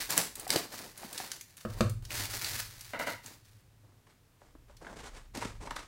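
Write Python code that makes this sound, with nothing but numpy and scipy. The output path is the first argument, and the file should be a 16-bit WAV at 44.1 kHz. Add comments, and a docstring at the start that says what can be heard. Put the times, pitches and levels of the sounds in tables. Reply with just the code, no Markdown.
"""Unwrapping a small box

Hands pull plastic film off a cardboard box, set the box on a desk, crumple and discard the film, then
lift the lid. Film crackles and snaps at its creases; cardboard scrapes and knocks. The desk hums under
leaning arms and rings as the box lands. Something creaks further off in the small, quiet room."""
import sys
import numpy as np
from scipy import signal
from scipy.io import wavfile
from scipy.ndimage import uniform_filter1d

SR = 44100
rng = np.random.default_rng(int(sys.argv[2]) if len(sys.argv) > 2 else 0)


def file_out(sig):
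    """Save sig as 16-bit WAV at sys.argv[1]."""
    # one column per channel
    cols = np.atleast_2d(sig).T
    # limit, then scale
    lim = np.clip(cols, -1, 1)
    pcm = np.round(lim * 32767).astype(np.int16)
    wavfile.write(sys.argv[1], SR, pcm)


N = 259075

# Pulls and squeezes of the wrap. Each row: start and length in seconds, film and cardboard levels in dB.
WRAP_TUGS = [(0.0, 0.0067, -35, -46.5), (0.082, 0.05, -34, -37.5), (0.16, 0.029, -30.5, -35),
             (0.343, 0.11, -50, -53), (0.474, 0.11, -36, -37.5), (0.673, 0.18, -45, -49),
             (0.926, 0.081, -57, -61), (0.957, 0.16, -50.5, -54), (1.113, 0.15, -44, -52),
             (1.283, 0.082, -53, -59), (1.465, 0.07, -63.5, -74), (1.567, 0.046, -54, -69),
             (1.668, 0.12, -55.5, -57), (1.76, 0.032, -52, -49), (2.017, 0.033, -56.5, -64.5),
             (2.074, 0.17, -37.5, -48), (2.285, 0.066, -37, -48), (2.344, 0.26, -37, -52.5),
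             (2.622, 0.31, -52.5, -68), (2.985, 0.032, -43, -53), (3.058, 0.037, -42.5, -50),
             (3.212, 0.11, -52.5, -57), (3.404, 0.16, -67, -83)]
# Fingers on box and lid. Each row: start and length in seconds, level in dB, treble offset in dB.
FINGER_SLIDES = [(3.79, 0.16, -68.5, -9), (4.053, 0.053, -72.5, 5), (4.391, 0.074, -60.5, -1),
                 (4.68, 0.015, -59.5, -1.5), (4.782, 0.16, -50, -6.5), (4.948, 0.058, -51.5, 1.5),
                 (5.027, 0.042, -50.5, 2.5), (5.127, 0.052, -56.5, 5), (5.333, 0.057, -45, 1),
                 (5.393, 0.061, -43, 3), (5.592, 0.084, -45.5, -3.5), (5.75, 0.036, -52, 7.5)]
# Noise spectra. Each row: frequency in Hz, relative density in dB.
FILM_SPECTRUM = [(410, -34.5), (700, -8.5), (1170, -4.5), (1750, 1.5), (3110, -4), (4550, 1), (5190, -1.5),
                 (14000, -7), (16000, -6.5)]
CARDBOARD_SPECTRUM = [(76, -31), (130, -6), (207, -3), (394, -2), (780, -5), (935, -4), (1370, -9),
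                      (2180, -10.5), (2510, -14), (8230, -18), (16000, -41.5)]
HUSH_SPECTRUM = [(35, -33), (60, -13), (113, -2.5), (227, -15.5), (294, -15), (651, -22.5), (903, -23.5),
                 (14900, -35), (16000, -36)]
# Arms on the desk. Each row: time in seconds, sway level in dB, hum level in dB.
ARM_LEAN = [(0.0, -58, -67), (1.45, -75, -71.5), (1.63, -77, -69), (1.75, -46, -55), (1.95, -44.5, -49.5),
            (2.2, -53, -47), (3.1, -68, -59.5), (4.38, -74.5, -70.5), (4.53, -58.5, -70), (4.9, -61, -61),
            (5.13, -46, -67), (5.25, -54, -67), (5.45, -51, -48.5), (5.77, -51, -60), (5.87, -55, -83)]
# Low desk resonances. Each row: frequency in Hz, width in Hz.
SWAY_MODES = [(32, 22), (50, 12)]
HUM_MODES = [(101, 23), (124, 2.7)]
# Single creases. Each row: start in seconds, level in dB, centre in Hz.
CREASE_SNAPS = [(0.105, -16.5, 7100), (0.178, -1.5, 7660), (0.3542, -30, 8940), (0.3963, -28, 9800),
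                (0.4768, -29.5, 7900), (0.504, -9, 4350), (0.56, -16.5, 4350), (0.976, -34, 8450),
                (1.1283, -30, 8550), (1.1775, -23, 4600), (1.3163, -22, 5030), (1.4097, -32, 7000),
                (1.5683, -40, 8400), (1.807, -19, 2780), (1.8955, -33, 8300), (2.0507, -34.5, 4750),
                (2.105, -27.5, 2380), (2.445, -22.5, 4320), (2.8083, -32, 6300), (3.26, -33, 7060),
                (4.7668, -48, 4390), (5.35, -37.5, 5200), (5.372, -33.5, 4500), (5.707, -32, 3300),
                (5.7618, -33, 3830)]
# Fingers and flaps on cardboard. Each row: start in seconds, level in dB, panel pitch in Hz.
PANEL_KNOCKS = [(0.467, -33, 740), (0.558, -16.5, 320), (1.03, -35.5, 830), (1.045, -37.5, 204),
                (1.2, -26.5, 774), (4.068, -51, 867), (4.417, -46.5, 590), (4.551, -43, 291),
                (4.697, -45, 574), (4.819, -44, 554), (4.847, -38, 1520), (4.867, -32.5, 1510),
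                (5.374, -33, 251), (5.423, -26, 870), (5.452, -26, 204), (5.672, -31.5, 1080),
                (5.708, -23.5, 1030), (5.764, -28, 1100)]
# The box lands on an edge, then flat. Each row: start in seconds, level in dB.
BOX_LANDINGS = [(1.651, -24.5), (1.807, -13)]
# Struck desk. Each row: frequency in Hz, relative level in dB, T60 in seconds.
DESK_MODES = [(32.03, -15.5, 1.26), (102.6, -3.5, 0.55), (121.2, -11, 0.74), (224, 7, 0.063),
              (348, -2.5, 0.086), (514, 8, 0.029), (582, -4, 0.058), (1230, 8, 0.0095)]
# Slips of the creak. Each row: start in seconds, relative level in dB.
CREAK_SLIPS = [(2.935, -27.5), (2.997, -24.5), (3.071, -24.5)]
# Creaking body. Each row: frequency in Hz, width in Hz, gain in dB.
CREAK_MODES = [(282, 180, 4), (603, 380, 10.5), (938, 94, 14.5), (1310, 460, 8.5), (2010, 310, 11),
               (2700, 540, 0), (3500, 830, -11)]
# Room decay. 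Each row: frequency in Hz, T60 in seconds.
ROOM_T60 = [(150, 0.35), (660, 0.24), (1740, 0.33), (4600, 0.35), (12000, 0.3)]


def gain_of(db):
    return 10 ** (np.asarray(db) / 20)


def unit_rms(x):
    return x / np.sqrt(np.mean(x ** 2) + 1e-20)


def at_hz(table, hz):
    table_hz, values = np.transpose(table)
    return np.interp(np.log(hz + 1), np.log(table_hz + 1), values)


def add(mix, start_s, sound):
    part = mix[round(start_s * SR):][:len(sound)]
    part += sound[:len(part)]


def coloured(x, spectrum):
    """Minimum-phase filter: clicks keep a sharp front."""
    hz = abs(np.fft.fftfreq(8192, 1 / SR))
    log_gain = np.log(gain_of(at_hz(spectrum, hz)))
    phase = -signal.hilbert(log_gain).imag
    taps = np.fft.ifft(np.exp(log_gain + 1j * phase)).real[:4096]
    return signal.oaconvolve(x, taps)[:len(x)]


def resonate(x, hz, width_hz, stages=1):
    """Resonance with about unit gain at its centre."""
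    pole = np.exp((2j * hz - width_hz) * np.pi / SR)
    for _ in range(stages):
        x = 2 * signal.lfilter([1 - abs(pole)], [1, -pole], x).real
    return x


def crackle(slips_per_s, spread_db, clump_db, bed):
    """Clumped slips of unequal size over a bed of fine noise."""
    clumps = unit_rms(uniform_filter1d(uniform_filter1d(rng.standard_normal(N), 500), 500))
    slipping = rng.random(N) < slips_per_s / SR
    size_db = spread_db * np.minimum(rng.exponential(1, N), 5)
    slips = rng.choice([-1., 1.], N) * gain_of(size_db) * slipping
    grains = unit_rms(slips) + bed * rng.standard_normal(N)
    return unit_rms(grains * gain_of(clump_db * clumps))


def strokes(table, levels_db, rise_share=0.29, settle_db_per_s=208.5):
    """Envelope: each stroke swells, holds and settles; powers add."""
    t = np.arange(N) / SR
    power = np.zeros(N)
    for (start_s, length_s, *_), db in zip(table, levels_db):
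        swell = np.clip((t - start_s) / (rise_share * length_s), 0, 1) ** 2
        fall_db = settle_db_per_s * np.maximum(t - start_s - length_s, 0)
        power += (swell * gain_of(db - fall_db)) ** 2
    return np.sqrt(power)


def burst(samples, db, hz, decay_ms, q, broad):
    """Noise puff, part broadband, part ringing."""
    age = np.arange(samples) / SR / (decay_ms / 1000)
    push = rng.standard_normal(samples) * (1 - np.exp(-4.5 * age)) * np.exp(-age)
    soft = signal.lfilter(*signal.butter(2, min(2.4 * hz, 0.45 * SR), fs=SR), push)
    sound = broad * soft + resonate(push, hz, hz / q)
    return gain_of(db) * sound / abs(sound).max()


def reflections(x, delay_s):
    """Sparse echoes of random sign; each band decays at its own rate."""
    taps = np.zeros(SR // 2)
    slots = np.arange(round(delay_s * SR), len(taps) - 12, 12)
    taps[slots + rng.integers(0, 12, len(slots))] = rng.choice([-1., 1.], len(slots))
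    hz, t, bands = signal.stft(taps, SR, nperseg=256)
    decay = gain_of(-60 * t / at_hz(ROOM_T60, hz)[:, None])
    tail = signal.istft(bands * decay, SR, nperseg=256)[1]
    return signal.oaconvolve(x, tail / np.linalg.norm(tail))[:N]


def in_room(x, room_db):
    """Direct sound plus reflections, at about the same total power."""
    wet = gain_of(room_db)
    return (x + wet * reflections(x, delay_s=0.0034)) / np.sqrt(1 + wet ** 2)


def film_crinkle():
    """Tugged film crackles densely."""
    slips = crackle(slips_per_s=2300, spread_db=3.5, clump_db=2.0, bed=0.6)
    grains = unit_rms(coloured(slips, FILM_SPECTRUM))
    return in_room(grains * strokes(WRAP_TUGS, [db for _, _, db, _ in WRAP_TUGS]), room_db=-8)


def cardboard_rub():
    """Grainy scrape: dull under the wrap, brighter on the bare box and lid."""
    slips = crackle(slips_per_s=3000, spread_db=3, clump_db=2.5, bed=0.8)
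    grains = unit_rms(coloured(slips, CARDBOARD_SPECTRUM))
    low = signal.sosfilt(signal.butter(2, 1500, fs=SR, output="sos"), grains)
    high = grains - low
    under_wrap = low * strokes(WRAP_TUGS, [db for *_, db in WRAP_TUGS])
    lid = low * strokes(FINGER_SLIDES, [db for *_, db, _ in FINGER_SLIDES])
    lid_treble = high * strokes(FINGER_SLIDES, [db + treble_db for *_, db, treble_db in FINGER_SLIDES])
    return in_room(under_wrap + lid + lid_treble, room_db=-10)


def desk_shake():
    """Small pushes from leaning arms drive the desk's low resonances."""
    out, t = np.zeros(N), np.arange(N) / SR
    push = rng.standard_normal(N)
    times_s, sway_db, hum_db = np.transpose(ARM_LEAN)
    for modes, levels_db in ((SWAY_MODES, sway_db), (HUM_MODES, hum_db)):
        rumble = sum(resonate(push, hz, width_hz, stages=2) for hz, width_hz in modes)
        out += unit_rms(rumble) * gain_of(np.interp(t, times_s, levels_db))
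    return out * (t <= times_s[-1])


def room_hush(level_db=-66):
    """Steady, bass-heavy background noise."""
    return gain_of(level_db) * unit_rms(coloured(rng.standard_normal(N), HUSH_SPECTRUM))


def crease_snaps():
    """Creases snap, the hardest the shortest; thin film radiates little bass."""
    out = np.zeros(N)
    for start_s, db, hz in CREASE_SNAPS:
        add(out, start_s, burst(1500, db, hz, decay_ms=0.4 - 0.1157 * db, q=2.7, broad=0.36))
    thin = signal.lfilter(*signal.butter(2, 1500, "high", fs=SR), out)
    return thin + gain_of(-5.5) * reflections(thin, delay_s=0.002)


def panel_knocks():
    """Soft blows on cardboard; the walls return little of their bass."""
    out = np.zeros(N)
    for start_s, db, hz in PANEL_KNOCKS:
        add(out, start_s, burst(2500, db, hz, decay_ms=3.47, q=3.9, broad=0.099))
    dull = signal.lfilter(*signal.butter(2, [110, 2500], "band", fs=SR), out)
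    to_walls = signal.lfilter(*signal.butter(1, 500, "high", fs=SR), dull)
    return dull + gain_of(-5) * reflections(to_walls, delay_s=0.0036)


def box_thuds(rise_cycles=0.32, tick_decay_s=0.0068):
    """The box rings the desk's modes: a hard tick first, the bass last."""
    out, ring, t = np.zeros(N), np.zeros(SR), np.arange(SR) / SR
    for hz, db, t60_s in DESK_MODES:
        swell = 1 - np.exp(-t * hz / rise_cycles)
        ring += swell * gain_of(db - 60 * t / t60_s) * np.sin(2 * np.pi * hz * t)
    for start_s, db in BOX_LANDINGS:
        tick = signal.lfilter([0.15], [1, -0.85], rng.standard_normal(SR)) * np.exp(-t / tick_decay_s)
        add(out, start_s, gain_of(db) * (ring / abs(ring).max() + 0.5 * tick))
    return in_room(out, room_db=-2.5)


def distant_creak():
    """Slips ring one body, perhaps a chair joint, heard mostly via the walls."""
    slips = np.zeros(N)
    for start_s, db in CREAK_SLIPS:
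        slips[round(start_s * SR)] = gain_of(db)
    ring = sum(gain_of(db) * resonate(slips, hz, width_hz, stages=2) for hz, width_hz, db in CREAK_MODES)
    body = 0.0099 * slips + ring
    far_wall = gain_of(1.5) * reflections(body, delay_s=0.011)
    near_walls = gain_of(6) * reflections(body, delay_s=0.001995)
    return gain_of(18.5) * (body + near_walls + far_wall)


def scene():
    mono = room_hush() + film_crinkle() + cardboard_rub() + desk_shake()
    mono += crease_snaps() + panel_knocks() + box_thuds() + distant_creak()
    return np.array([mono, mono])


def record(dry):
    """Steep low-pass."""
    cutoff_hz = 15900
    taps = signal.firwin(401, cutoff_hz, window=("kaiser", 9), fs=SR)
    return signal.oaconvolve(dry, taps[None], "same")


dry = scene()
out = record(dry)
file_out(out)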